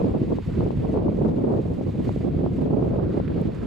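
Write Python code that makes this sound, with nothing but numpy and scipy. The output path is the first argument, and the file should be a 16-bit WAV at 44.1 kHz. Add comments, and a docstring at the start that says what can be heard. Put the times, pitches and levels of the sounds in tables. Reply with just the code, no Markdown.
"""A geyser erupts some way off: a hissing rush of steam and water, fine spray on top, water landing on rock.
Gusty wind buffets the two microphone ports: a low rumble, a body, and a flutter that grows with each gust.
Single eddies hit the ports, small ones as pops, large ones as round thumps.
Two small splashes and two faint ticks come late in the scene."""
import sys
import numpy as np
from scipy import signal
from scipy.fft import rfft, irfft, next_fast_len
from scipy.io import wavfile
from scipy.ndimage import uniform_filter1d, map_coordinates

SR = 44100
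rng = np.random.default_rng(int(sys.argv[2]) if len(sys.argv) > 2 else 0)


def dump_mix(stems):
    """Bounce the given channels to the path in sys.argv[1] as a 16-bit WAV at rate SR."""
    frames = np.atleast_2d(stems).T  # one column per channel
    limited = np.clip(frames, -1, 1)  # hard clip at full scale
    pcm = np.round(limited * 32767).astype(np.int16)
    wavfile.write(sys.argv[1], SR, pcm)


N = 161406
TOP_HZ = 15720

# Jet strength. Each row: time in seconds, rush level in dB, spray level in dB (both relative).
JET_LEVELS = [(0, -52, -66), (.18, -55, -71), (.28, -52.5, -66.5), (.4, -53, -68.5), (.47, -51.5, -64.5),
              (.6, -51.5, -66.5), (.76, -55.5, -69.5), (.94, -52, -65.5), (1.0, -56, -73.5),
              (1.1, -57, -72.5), (1.15, -56, -69), (1.46, -58, -71.5), (1.68, -56, -68),
              (1.99, -54.5, -67.5), (2.04, -51, -63), (2.16, -52.5, -64.5), (2.3, -55, -70.5),
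              (2.48, -56, -72.5), (2.53, -55, -67), (2.72, -57, -72), (2.88, -56, -69.5), (3.0, -58, -76),
              (3.14, -53.5, -69), (3.34, -53, -71.5), (3.65, -53, -67.5)]
# Jet spectra. Each row: frequency in Hz, relative density in dB.
RUSH_SPECTRUM = [(150, -10.5), (500, -7), (1000, 5.5), (1500, -2), (2000, 1), (2500, -0.5), (3000, -3.5),
                 (3500, -5), (4000, -7), (4700, -9.5), (5600, -20.5), (8000, -40), (15000, -83)]
SPRAY_SPECTRUM = [(3000, -19), (5000, 3.5), (6000, 4.5), (7000, 6.5), (8200, 4), (9500, -1.5),
                  (12000, -3.5), (15500, -10)]
# Wind rumble. Each row: time in seconds, relative level in dB.
RUMBLE_LEVELS = [(0.0, -21.5), (0.12, -36), (0.33, -28), (0.44, -30.5), (0.52, -26.5), (0.66, -22),
                 (0.72, -37), (0.77, -18.5), (0.86, -27.5), (1.1, -25.5), (1.28, -27), (1.47, -32),
                 (1.56, -24), (1.62, -30), (1.7, -21.5), (1.8, -34.5), (1.88, -25.5), (1.98, -32),
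                 (2.1, -27), (2.36, -26), (2.44, -25.5), (2.58, -27), (2.74, -27.5), (3.06, -22.5),
                 (3.14, -36), (3.2, -23.5), (3.44, -29.5), (3.65, -28.5)]
# Gust strength. Each row: time in seconds, body level in dB, flutter level in dB (both relative).
GUST_LEVELS = [(0.0, -43, -24.5), (0.04, -17, -25), (0.12, -25, -30), (0.16, -19, -25), (0.2, -26.5, -40),
               (0.22, -21, -30), (0.28, -25, -39.5), (0.32, -19, -20.5), (0.36, -25, -43), (0.4, -25, -41),
               (0.44, -47.5, -59), (0.48, -27, -34), (0.54, -30, -40.5), (0.58, -20, -37), (0.62, -20, -27),
               (0.74, -26, -39.5), (0.8, -24.5, -37.5), (0.86, -23.5, -25), (0.89, -22, -32.5),
               (0.96, -22, -21), (1.02, -23.5, -28.5), (1.07, -18, -24), (1.14, -24, -34),
               (1.25, -17, -21.5), (1.34, -23.5, -32), (1.44, -19.5, -24.5), (1.55, -21.5, -23.5),
               (1.6, -21.5, -26.5), (1.63, -29, -33.5), (1.72, -24.5, -30), (1.76, -28.5, -43),
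               (1.8, -23, -27), (1.84, -28, -40), (1.88, -19.5, -29), (1.92, -31, -41), (2.0, -18.5, -30.5),
               (2.03, -26.5, -39), (2.07, -20.5, -32), (2.14, -29, -45.5), (2.26, -20, -26.5),
               (2.32, -24.5, -37.5), (2.46, -20, -24.5), (2.49, -25, -40), (2.64, -19, -27),
               (2.69, -23, -30), (2.74, -18.5, -23.5), (2.84, -22.5, -23.5), (2.9, -23, -30),
               (2.96, -25, -23.5), (3.06, -22.5, -31), (3.12, -23.5, -35.5), (3.18, -21.5, -24),
               (3.23, -27, -45), (3.42, -21, -26), (3.44, -31.5, -41), (3.47, -22.5, -30),
               (3.56, -34, -40.5), (3.65, -23.5, -32.5)]
# Wind spectra. Each row: frequency in Hz, relative density in dB.
RUMBLE_SPECTRUM = [(12, -21.5), (25, -13), (40, -3), (60, 1.5), (100, 3), (140, 0.5), (200, -5), (400, -62),
                   (1200, -140)]
BODY_SPECTRUM = [(60, -24), (120, -1.5), (160, 1), (250, 1), (350, -3), (480, -11.5), (700, -30.5),
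                 (1500, -92), (3000, -140)]
FLUTTER_SPECTRUM = [(150, -35.5), (300, -2.5), (430, 2.5), (600, -3.5), (800, -12.5), (1100, -22.5),
                    (1600, -36), (3000, -73), (6000, -140)]
# Only large eddies reach both ports alike. Each row: frequency in Hz, left-right correlation.
WIND_CORRELATION = [(60, 0.83), (100, 0.92), (160, 0.78), (270, 0.24), (450, 0.006), (740, -0.19)]
# Eddies. Each row: centre in seconds, peak in dB before pan and low cut, pan in dB, half-width in seconds.
EDDY_HITS = [(0.017, -14.5, 1, 0.00039), (0.046, -18, -6, 0.00039), (0.12, -14.5, 2, 0.0026),
             (0.149, -21.5, 10, 0.0004), (.218, -11.5, 4, 0.00084), (.322, -28, 8, 0.00031),
             (.387, -16.5, 4.5, 0.00041), (0.48, -14.5, 4, 0.0017), (0.518, -18, -3, 0.00085),
             (0.592, -18, -9, 0.0012), (.608, -16.5, 1, 0.00034), (.665, -17, 1, 0.00042),
             (.707, -14, 3, 0.00041), (.851, -18, -5, 0.00039), (0.942, -13, -5, 0.0005),
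             (.975, -21.5, -2, 0.0003), (1.083, -17.5, 3, 0.00035), (1.249, -22.5, 0, 0.00027),
             (1.28, -19, 6, 0.001), (1.384, -19.5, 1, 0.00041), (1.54, -17, 6.5, 0.00034),
             (1.586, -25, 4, 0.00038), (1.812, -16, -6, 0.00052), (2.093, -16.5, -5, 0.00031),
             (2.098, -18.5, 1, 0.0017), (2.163, -16, -8, 0.00057), (2.252, -15.5, 3, 0.00073),
             (2.369, -15.5, -7.5, 0.0026), (2.463, -17, -4, 0.00034), (2.71, -18, 6, 0.00042),
             (2.827, -20, -6, 0.00038), (2.997, -23, -1, 0.0003), (3.095, -16, 1, 0.00059),
             (3.201, -14, 5.5, 0.00041), (3.303, -20.5, 5, 0.00045), (3.457, -13.5, 0, 0.00085),
             (3.476, -14, 1, 0.0014)]
# Water landing on rock. Each row: time in seconds, level in dB.
FALL_LEVELS = [(.4, -75), (.55, -52), (.7, -66.5), (2.85, -68), (3.0, -54.5), (3.28, -55.5), (3.42, -60.5),
               (3.6, -56)]
# Splashes. 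Each row: start in seconds, level in dB, centre in Hz, width in octaves,
# decay in seconds, pan in dB.
SPLASH_HITS = [(2.046, -69, 12000, .1, .008, 2), (3.278, -44, 1700, .55, .006, -10)]
# Dry ticks. Each row: time in seconds, peak in dB, centre in Hz, width in octaves.
TICK_HITS = [(3.416, -36, 10000, 0.9), (3.549, -47, 7400, 0.25)]


def amp(db):
    """Decibels to gain."""
    return 10 ** (np.asarray(db) / 20)


def unit(x):
    """Scale to rms 1."""
    return x / np.sqrt(np.mean(x ** 2) + 1e-20)


def pan(db):
    """Stereo gains for a left-minus-right level."""
    return amp(np.array([[db], [-db]]) / 2)


def curves(rows):
    """One value per sample for each column after the time."""
    times_s, *columns = np.transpose(rows)
    return [np.interp(np.arange(N) / SR, times_s, column) for column in columns]


def along(points, hz):
    """Read (Hz, value) points on a log axis."""
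    knots_hz, values = np.transpose(points)
    return np.interp(np.log(hz + 1), np.log(knots_hz + 1), values)


def wobble(knots_per_s):
    """Smooth random curve."""
    return map_coordinates(rng.standard_normal(N // 10), [np.arange(N) * knots_per_s / SR], mode="wrap")


def filtered(x, response):
    """Apply a gain given as a function of Hz."""
    size = next_fast_len(N + SR // 2)
    return irfft(rfft(x, size) * response(np.fft.rfftfreq(size, 1 / SR)), size)[..., :N]


def band(x, centre_hz, octaves):
    """Bell-shaped band-pass."""
    return filtered(x, lambda hz: np.exp(-.5 * (np.log2((hz + 1) / centre_hz) / octaves) ** 2))


def noise(spectrum, correlation):
    """Coloured stereo noise, rms 1; left-right correlation is a number or (Hz, value) points."""
    def response(hz):
        alike = along(correlation, hz) if np.ndim(correlation) else np.full(len(hz), correlation)
        angle = np.arccos(np.clip(alike, -1, 1)) / 2
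        return amp(along(spectrum, hz)) * np.array([np.cos(angle), np.sin(angle)])
    mid, side = filtered(rng.standard_normal((2, N)), response)
    return unit(np.array([mid + side, mid - side]))


def steadied(x, span_s):
    """Even out power over spans beyond span_s; keep the fine grain."""
    size = max(int(span_s * SR), 2)
    power = uniform_filter1d(uniform_filter1d(np.mean(x ** 2, axis=0), size), size)
    return x / np.sqrt(np.abs(power) + 1e-9)


def geyser(rush_trim_db=-.5, spray_trim_db=-2.5):
    """Jet of steam and water: rush and spray surge together and flicker slightly."""
    rush_db, spray_db = curves(JET_LEVELS)
    surge_db = .9 * wobble(knots_per_s=30) + .95 * wobble(knots_per_s=110)
    rush = noise(RUSH_SPECTRUM, correlation=.68) * amp(rush_trim_db + rush_db + surge_db)
    spray = noise(SPRAY_SPECTRUM, correlation=.56) + amp(-6.5) * droplets()
    spray *= amp(spray_trim_db + spray_db + surge_db)
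    return rush * pan(-4) + spray * pan(1)


def droplets(drops_per_s=350, median_hz=6300, log_spread=.3, decay_cycles=5):
    """Drops in the spray: a dense patter of tiny damped rings, rms 1."""
    count = int(drops_per_s * N / SR)
    when, size, left_share = rng.random((count, 3)).T
    hz = np.clip(median_hz * np.exp(log_spread * rng.standard_normal(count)), 1, TOP_HZ)
    age_samples = np.arange(SR // 200)
    cycles = hz[:, None] * age_samples / SR
    rings = size[:, None] ** 2 * np.sin(2 * np.pi * cycles) * np.exp(-cycles / decay_cycles)
    index = ((when * N).astype(int)[:, None] + age_samples).ravel()
    gains = np.sqrt([left_share, 1 - left_share])
    return unit(np.array([np.bincount(index, (rings * gain[:, None]).ravel(), N)[:N] for gain in gains]))


def wind(churn_per_s=85, rumble_trim_db=-3, body_trim_db=-2.5, flutter_trim_db=-2.05):
    """Turbulence at the ports: the higher the layer, the harder it churns and the less the ports agree."""
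    body_db, flutter_db = curves(GUST_LEVELS)
    shared_db = 3.5 * wobble(churn_per_s)
    churn_db = shared_db + 2.5 * np.array([wobble(churn_per_s), wobble(churn_per_s)])
    rumble = steadied(noise(RUMBLE_SPECTRUM, WIND_CORRELATION), span_s=.055)
    body = steadied(noise(BODY_SPECTRUM, WIND_CORRELATION) * amp(.56 * churn_db), span_s=.035)
    flutter = steadied(noise(FLUTTER_SPECTRUM, WIND_CORRELATION) * amp(churn_db), span_s=.035)
    rumble *= amp(rumble_trim_db + curves(RUMBLE_LEVELS)[0])
    body *= amp(body_trim_db + body_db)
    flutter *= amp(flutter_trim_db + flutter_db)
    return rumble + (body + flutter) * pan(-1.5)


def eddies(port_lag_s=.00049, low_cut_hz=55):
    """One suck and push of pressure each, reaching the ports slightly apart; the low cut rounds it."""
    out, t = np.zeros((2, N)), np.arange(N) / SR
    lags_s = port_lag_s * rng.uniform(-1.07, 1, len(EDDY_HITS))
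    for (centre_s, db, pan_db, half_width_s), lag_s in zip(EDDY_HITS, lags_s):
        offset = (t - centre_s + lag_s * np.array([[1], [-1]])) / half_width_s
        out += amp(db) * pan(pan_db) * offset * np.exp((1 - offset ** 2) / 2)
    return filtered(out, lambda hz: hz ** 4 / (hz ** 4 + low_cut_hz ** 4))


def falling_water():
    """Thrown water lands on rock: a hollow wash that spatters unevenly."""
    wash = band(noise(RUSH_SPECTRUM, correlation=.68), centre_hz=1420, octaves=.25)
    spatter_db = 4 * wobble(knots_per_s=120)
    return unit(wash * amp(spatter_db)) * amp(curves(FALL_LEVELS)[0]) * pan(-5.5)


def splashes():
    """Slaps of water: noise bursts with instant onset and fast decay."""
    out, t = np.zeros((2, N)), np.arange(N) / SR
    for start_s, db, centre_hz, octaves, decay_s, pan_db in SPLASH_HITS:
        fade = (t >= start_s) * np.exp(-np.abs(t - start_s) / decay_s)
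        burst = band(rng.standard_normal(N) * fade, centre_hz, octaves)
        fade_rms = np.sqrt(np.mean(fade ** 2))
        out += amp(db) * pan(pan_db) * unit(burst) * fade_rms
    return out


def ticks():
    """Bright clicks close to the microphone: band-passed impulses."""
    out = np.zeros(N)
    for time_s, db, centre_hz, octaves in TICK_HITS:
        click = band(signal.unit_impulse(N, int(time_s * SR)), centre_hz, octaves)
        out += amp(db) * click / click.max()
    return out


def microphone_hiss():
    """Steady white self-noise."""
    return amp(-78.5) * rng.standard_normal((2, N))


def scene():
    """Geyser in open air, wind on the microphone."""
    water = geyser() + falling_water() + splashes()
    return water + wind() + eddies() + ticks() + microphone_hiss()


def record(dry):
    """The camera keeps nothing above its band limit."""
    return filtered(dry, lambda hz: hz < TOP_HZ)


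dry = scene()
out = record(dry)
dump_mix(out)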